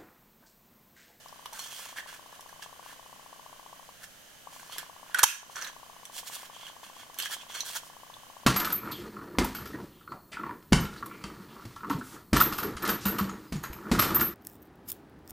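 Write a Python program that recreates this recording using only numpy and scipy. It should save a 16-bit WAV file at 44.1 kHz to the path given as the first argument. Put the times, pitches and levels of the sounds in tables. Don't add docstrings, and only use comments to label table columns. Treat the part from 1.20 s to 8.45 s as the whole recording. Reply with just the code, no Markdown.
import sys
import numpy as np
from scipy import signal
from scipy.fft import rfft, irfft, next_fast_len
from scipy.io import wavfile
from scipy.ndimage import uniform_filter1d

SR = 44100
rng = np.random.default_rng(int(sys.argv[2]) if len(sys.argv) > 2 else 0)


def log_audio(samples):
    frames = np.atleast_2d(samples).T
    limited = np.clip(frames, -1, 1)
    pcm = np.round(limited * 32767).astype(np.int16)
    wavfile.write(sys.argv[1], SR, pcm)


N = 319725

# pitch_hz, width_hz, relative level_db
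HOUSING_MODES = [(756, 180, -10), (1140, 270, -29), (1662, 230, 2), (1557, 210, 1), (1750, 36, -15),
                 (2230, 680, -1), (2686, 165, -4), (3160, 153, 8.5), (4270, 59, 2.5), (5430, 91, -3),
                 (5900, 470, -1), (6250, 170, -7.5)]


def from_db(db):
    return 10 ** (np.asarray(db) / 20)


def rms_one(x):
    return x / np.sqrt(np.mean(x ** 2) + 1e-20)


def at_hz(points, hz):
    table_hz, value = np.transpose(points)
    return np.interp(np.log(np.maximum(hz, 1)), np.log(table_hz), value)


def coloured(x, spectrum):
    size = next_fast_len(x.shape[-1])
    gain = from_db(at_hz(spectrum, np.fft.rfftfreq(size, 1 / SR)))
    shaped = irfft(rfft(x, size) * gain, size)
    return rms_one(shaped[..., :x.shape[-1]])


def drift(rate_hz):
    turns = np.arange(N) / SR * rate_hz
    return np.interp(turns, np.arange(N), rng.standard_normal(N))


def resonance(x, hz, width_hz):
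    r = np.exp(-np.pi * width_hz / SR)
    zeros = np.array([1, 0, -1]) * (1 - r * r) / 2
    poles = [1, -2 * r * np.cos(2 * np.pi * hz / SR), r * r]
    return signal.lfilter(zeros, poles, x + 1e-18)


def panned(x, left_db):
    return x * from_db(np.array([[left_db], [-left_db]]) / 2)


def air():
    # pitch_hz, relative level_db
    air_colour = [(25, 4.5), (45, -8.5), (90, -1.5), (180, 1.5), (280, -2), (400, -6.5), (520, -1.5),
                  (680, 1), (1000, -5), (1600, -0.5), (2300, -6), (4500, -7), (14000, -10.5), (16000, -16)]
    # pitch_hz, width_hz, level_db (rms before panning)
    hiss_rings = [(3033, 220, -66), (6330, 390, -72.5), (1700, 67, -82)]
    white = 0.61 * rng.standard_normal(N) + rng.standard_normal((2, N))
    rings = sum(from_db(db) * rms_one(resonance(white, hz, width)) for hz, width, db in hiss_rings)
    return from_db(-54) * coloured(white, air_colour) + rings


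def drone(level_db, weak_db, low_hz, top_hz, uneven_db, ring_hz, ring_width_hz):
    # start_s, end_s, relative level_db
    drone_runs = [(.0575, 2.64, 0), (2.688, 2.70, 0), (3.2695, 3.28, 3.5), (3.3267, 3.34, -3),
                  (3.3607, 7.25, 0)]
    ticks_per_s = 29.97
    ticks = np.zeros(N)
    for start_s, end_s, db in drone_runs:
        at = (np.arange(start_s, end_s, 1 / ticks_per_s) * SR).astype(int)
        alternate_db = weak_db * (np.arange(len(at)) % 2)
        ticks[at] = from_db(db + alternate_db + uneven_db * rng.standard_normal(len(at)))
    ticks = signal.sosfilt(signal.cheby1(10, .5, top_hz, fs=SR, output="sos"), ticks + 1e-18)
    ticks = signal.sosfilt(signal.butter(2, low_hz, "high", fs=SR, output="sos"), ticks)
    ticks = ticks - 2 * resonance(ticks, ring_hz, ring_width_hz)
    return from_db(level_db) * rms_one(np.diff(ticks, prepend=0))


def housing(x):
    ringing = 0
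    for k, (hz, width_hz, db) in enumerate(HOUSING_MODES):
        ringing = ringing + (-1) ** k * from_db(db) * resonance(x, hz, width_hz)
    return ringing


def burst(swell_s, size=9000, lead_count=200):
    clean_snap_s = 0.00075
    age = np.maximum(np.arange(size) - lead_count, 0) / SR / swell_s
    slips = rng.standard_normal(size) * age * np.exp(-age)
    slips /= np.linalg.norm(slips)
    slips[np.argmax(age >= 1)] += (clean_snap_s / swell_s) ** 2
    return slips


def add(track, s, sound, db, lead_count=200):
    start = int(s * SR) - lead_count
    sound = sound * signal.windows.tukey(len(sound), .03)
    sound = sound * from_db(db) * np.sqrt(.005 * SR / np.sum(sound ** 2))
    track[start:start + len(sound)] += sound[:N - start]


def contacts(table, knock_q, ring_db):
    # pitch_hz, relative level_db
    crack_colour = [(100, -23), (400, -4.5), (800, -35), (1500, 8), (3500, 0.5), (6500, 5), (9000, 6),
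                    (13000, 6), (16000, -9)]
    out = np.zeros(N)
    for s, swell_s, crack_db, knock_db, knock_hz in table:
        crack = coloured(burst(swell_s), crack_colour)
        narrow_knock = resonance(burst(swell_s), knock_hz, knock_hz / knock_q)
        knock = resonance(narrow_knock, knock_hz, knock_hz)
        add(out, s, crack + from_db(ring_db) * housing(crack), crack_db)
        add(out, s, knock, knock_db)
    return out


def taps():
    # start_s, crack level_db, knock level_db, pitch_hz of the spot hit
    tap_rows = [(.0835, -55, -57, 5140), (.2572, -47.5, -41, 980), (0.259, -52, -43, 2900),
                (0.331, -44.5, -45.5, 876), (0.3919, -41, -46, 1080), (0.7842, -46, -33, 1780),
                (1.2080, -48.5, -58, 3150), (1.291, -54, -53, 1680), (3.396, -56, -49, 1570),
                (3.5824, -34.5, -48, 1670), (4.3580, -56, -41, 6050), (4.3669, -49, -35.5, 1430),
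                (4.4130, -51, -45, 6200), (4.4230, -50, -38, 5860), (4.4457, -44, -41, 3900),
                (4.4670, -50, -47.5, 1610), (4.4730, -55, -45, 6200), (4.8530, -44, -50, 3300),
                (5.467, -53, -44.5, 2900), (5.943, -48, -60, 3180), (5.987, -34.5, -39, 12600),
                (5.9998, -34, -35.5, 2800), (6.0228, -38, -40, 4650), (6.0330, -43, -42, 3220),
                (6.0570, -45, -35, 1650), (6.4051, -38, -35, 6200), (6.4059, -52, -34.5, 4000),
                (6.5510, -44, -47, 875), (6.939, -62, -50.5, 3480)]
    swell_s = .0007
    return [(s, swell_s, crack_db, knock_db, hz) for s, crack_db, knock_db, hz in tap_rows]


def strokes():
    # start_s, end_s, growth_db over the stroke, final card hiss level_db and
    # final housing rub level_db (before mixing), pitch_hz that leads
    stroke_rows = [(0.333, 0.656, 5, -45, -49, 1910), (0.396, 0.574, -5.5, -62, -51, 5270),
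                   (0.674, 0.727, -5, -54, -51.5, 3080), (0.768, .795, 6, -48, -42, 1760),
                   (0.884, 0.972, -6.5, -58, -56.5, 1700), (1.125, 1.156, 0.5, -59, -60.5, 1800),
                   (1.418, 1.426, 10, -50, -45, 3300), (1.63, 1.728, 5.5, -53, -51.5, 1700),
                   (2.819, 2.834, 10, -45.5, -47.5, 1600), (3.32, 3.477, 1, -53.5, -61, 1670),
                   (3.494, 3.558, 9, -50, -44, 3160), (3.581, 3.644, -11.5, -60, -55, 1880),
                   (3.875, 3.909, 6, -77, -51.5, 1540), (3.961, 4.042, 0, -62, -39, 1720),
                   (4.316, 4.452, 6, -51, -52.5, 7500), (4.363, 4.481, -4, -62, -47, 1440),
                   (4.927, 4.987, 14.5, -37, -44, 2900), (5.04, 5.077, 13, -40.5, -46, 3100),
                   (5.117, 5.154, 8.5, -36.5, -42.5, 3180), (5.164, 5.258, 0, -50.5, -53.5, 2370),
                   (5.333, 5.493, 4, -60, -49, 3000), (5.636, 5.662, 3.5, -49.5, -47.5, 2770),
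                   (5.703, 5.818, 16, -54.5, -49, 2880), (5.99, 6.061, 2, -43.5, -37.5, 3030),
                   (6.09, 6.137, 12, -36.5, -38, 2400), (6.176, 6.222, 9, -64, -46.5, 3250),
                   (6.3, 6.403, 5, -46.5, -39, 3400), (6.457, 6.575, 2.5, -39.5, -44, 2920),
                   (6.622, 6.68, 3, -52.5, -79, 2560)]
    attack_s, release_s = 0.018, 0.017
    t, hiss_power, rub_power, focus = np.arange(N) / SR, 0, 1e-20, 0
    for start_s, end_s, growth_db, hiss_db, rub_db, hz in stroke_rows:
        to_go = np.clip((end_s - t) / (end_s - start_s), 0, 1)
        attack = np.clip((t - start_s) / attack_s + 1, 0, 1)
        release = np.exp(-np.clip((t - end_s) / release_s, 0, 20))
        effort = attack * release * from_db(-growth_db * to_go)
        rubbing = (effort * from_db(rub_db)) ** 2
        hiss_power = hiss_power + (effort * from_db(hiss_db)) ** 2
        rub_power = rub_power + rubbing
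        focus = focus + rubbing * np.log2(hz)
    return np.sqrt(hiss_power), np.sqrt(rub_power), focus / rub_power


def snags():
    snags_per_s, level_db, spread_db = 200, 11.5, 3.5
    sizes = from_db(level_db + spread_db * np.clip(rng.standard_normal(N), -2, 2))
    return sizes * (rng.random(N) < snags_per_s / SR)


def sliding(grain_db, judder_db, focus_db_per_octave, side_db, wander_db):
    # pitch_hz, relative level_db
    card_colour = [(200, -23), (450, -16), (750, -6), (1300, -13), (2500, -3), (5000, 0), (8000, -1.5),
                   (12000, -2.5), (16000, -6.5)]
    hiss_gain, rub_gain, focus = strokes()
    grip = from_db(grain_db * drift(1500) + judder_db * drift(90))
    common = rng.standard_normal((2, 1, N))
    opposed = rng.standard_normal((2, 1, N)) * [[1], [-1]]
    slips = grip * (common + from_db(side_db) * opposed) + snags()
    hiss, friction = coloured(slips[0], card_colour), rms_one(slips[1])
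    rub, power = 0, 0
    for hz, width_hz, db in HOUSING_MODES:
        off_focus = np.abs(np.log2(hz) - focus)
        share = from_db(db - focus_db_per_octave * off_focus + wander_db * drift(25))
        rub = rub + share * resonance(friction, hz, width_hz)
        power = power + share ** 2 * np.pi * width_hz / SR
    return hiss_gain * hiss + rub_gain * rub / np.sqrt(power)


def bites(count=3):
    # start_s, crack level_db, knock level_db
    bite_rows = [(3.9443, -30.5, -18.5), (3.9863, -29, -25), (3.9912, -25, -20.5)]
    bite_swell_s, bite_hz = 0.0013, 1515
    crunch_gap_s, crunch_swell_s, crunch_hz = .0112, 0.0014, 1700
    first_drop_db, next_drop_db = -16, -8
    rows = []
    for s, crack_db, knock_db in bite_rows:
        rows.append((s, bite_swell_s, crack_db, knock_db, bite_hz))
        for k in range(count):
            drop_db = first_drop_db + next_drop_db * k
            crunch_s = s + crunch_gap_s * (k + 1)
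            rows.append((crunch_s, crunch_swell_s, crack_db + drop_db, knock_db + drop_db, crunch_hz))
    return rows


def thud(level_db, top_hz):
    lever_stop_s = 4.0368
    out, push = np.zeros(N), signal.unit_impulse(4000, 200)
    dull_push = signal.sosfilt(signal.butter(2, top_hz, fs=SR, output="sos"), push)
    add(out, lever_stop_s, dull_push, level_db)
    return out


def room(x, desk_db, desk_t60_s, tail_db, size=24000):
    # pitch_hz, decay_s
    tail_decay = [(300, 0.043), (1500, 0.39), (5000, 0.36), (15000, 0.19)]
    t = np.arange(size) / SR
    edges = np.geomspace(100, 18000, 8)
    tail = 0
    for band in zip(edges, edges[1:]):
        band_filter = signal.butter(2, band, "band", fs=SR, output="sos")
        decay = from_db(-60 * t / at_hz(tail_decay, np.sqrt(np.prod(band))))
        tail = tail + signal.sosfilt(band_filter, rng.standard_normal((2, size))) * decay
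    mid, side = rng.standard_normal((2, size))
    side = signal.sosfilt(signal.butter(1, 2500, "high", fs=SR, output="sos"), side)
    desk = (mid + side * [[1], [-1]]) * from_db(-60 * t / desk_t60_s)
    late = from_db(tail_db) * rms_one(tail * (t > .004))
    echoes = (late + from_db(desk_db) * rms_one(desk)) / np.sqrt(size)
    return x + signal.fftconvolve(np.atleast_2d(x), echoes, axes=1)[:, :N]


def from_right(x, left_db):
    left_lag_s = 1.3e-5
    lag = np.exp(-2j * np.pi * np.fft.rfftfreq(N, 1 / SR) * left_lag_s)
    return panned(np.array([irfft(rfft(x[0]) * lag, N), x[1]]), left_db)


def scene():
    # start_s, swell_s, crack level_db, knock level_db, knock pitch_hz
    breakthrough = [(4.0304, .0011, -19, -36, 1670), (4.0331, .0011, -9.5, -13, 1223),
                    (4.0369, .0004, -5.5, -14, 1520), (4.0370, 0.00075, -32, -15, 880),
                    (4.0385, .00015, -2.5, -9.5, 6300), (4.0390, 0.028, -19.5, -21.5, 2670)]
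    flutter = drone(level_db=-57.0, weak_db=-7.0, low_hz=620, top_hz=1150, uneven_db=1.27,
                    ring_hz=1020, ring_width_hz=246)
    flutter = room(flutter, desk_db=-19.0, desk_t60_s=0.34, tail_db=-10.0)
    tapping = contacts(taps(), knock_q=12.3, ring_db=5.0)
    tapping = room(tapping, desk_db=0.5, desk_t60_s=0.072, tail_db=-7.0)
    rustle = sliding(grain_db=3.0, judder_db=2.85, focus_db_per_octave=10.5, side_db=-9.5, wander_db=5.0)
    rustle = room(rustle, desk_db=-5.5, desk_t60_s=0.055, tail_db=-13.0)
    cutting = contacts(bites(), knock_q=11.0, ring_db=4.5)
    cutting = cutting + contacts(breakthrough, knock_q=7.1, ring_db=2.5)
    punch = room(cutting, desk_db=-1.0, desk_t60_s=0.028, tail_db=-13.0)
    close = from_right(punch + tapping + from_db(-1.0) * rustle, left_db=-2.7)
    push = panned(thud(level_db=-21.5, top_hz=130), left_db=-11.0)
    return close + push + panned(flutter, left_db=9.0) + panned(air(), left_db=-1.7)


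def limiter(x, ceiling_db, release_db_per_s):
    power = uniform_filter1d(np.mean(x ** 2, axis=0), size=220)
    level_db = 10 * np.log10(np.maximum(power, 1e-12))
    fall_db = release_db_per_s * np.arange(N) / SR
    over_db = np.maximum.accumulate(np.maximum(level_db - ceiling_db, 0) + fall_db) - fall_db
    return x * from_db(-uniform_filter1d(over_db, size=64))


def record(dry):
    cutoff_hz = 15900
    out = limiter(dry, ceiling_db=-9.5, release_db_per_s=45.5)
    out = .78 * np.tanh(out / .78)
    return signal.sosfilt(signal.ellip(10, .2, 80, cutoff_hz, fs=SR, output="sos"), out)


dry = scene()
out = record(dry)
log_audio(out)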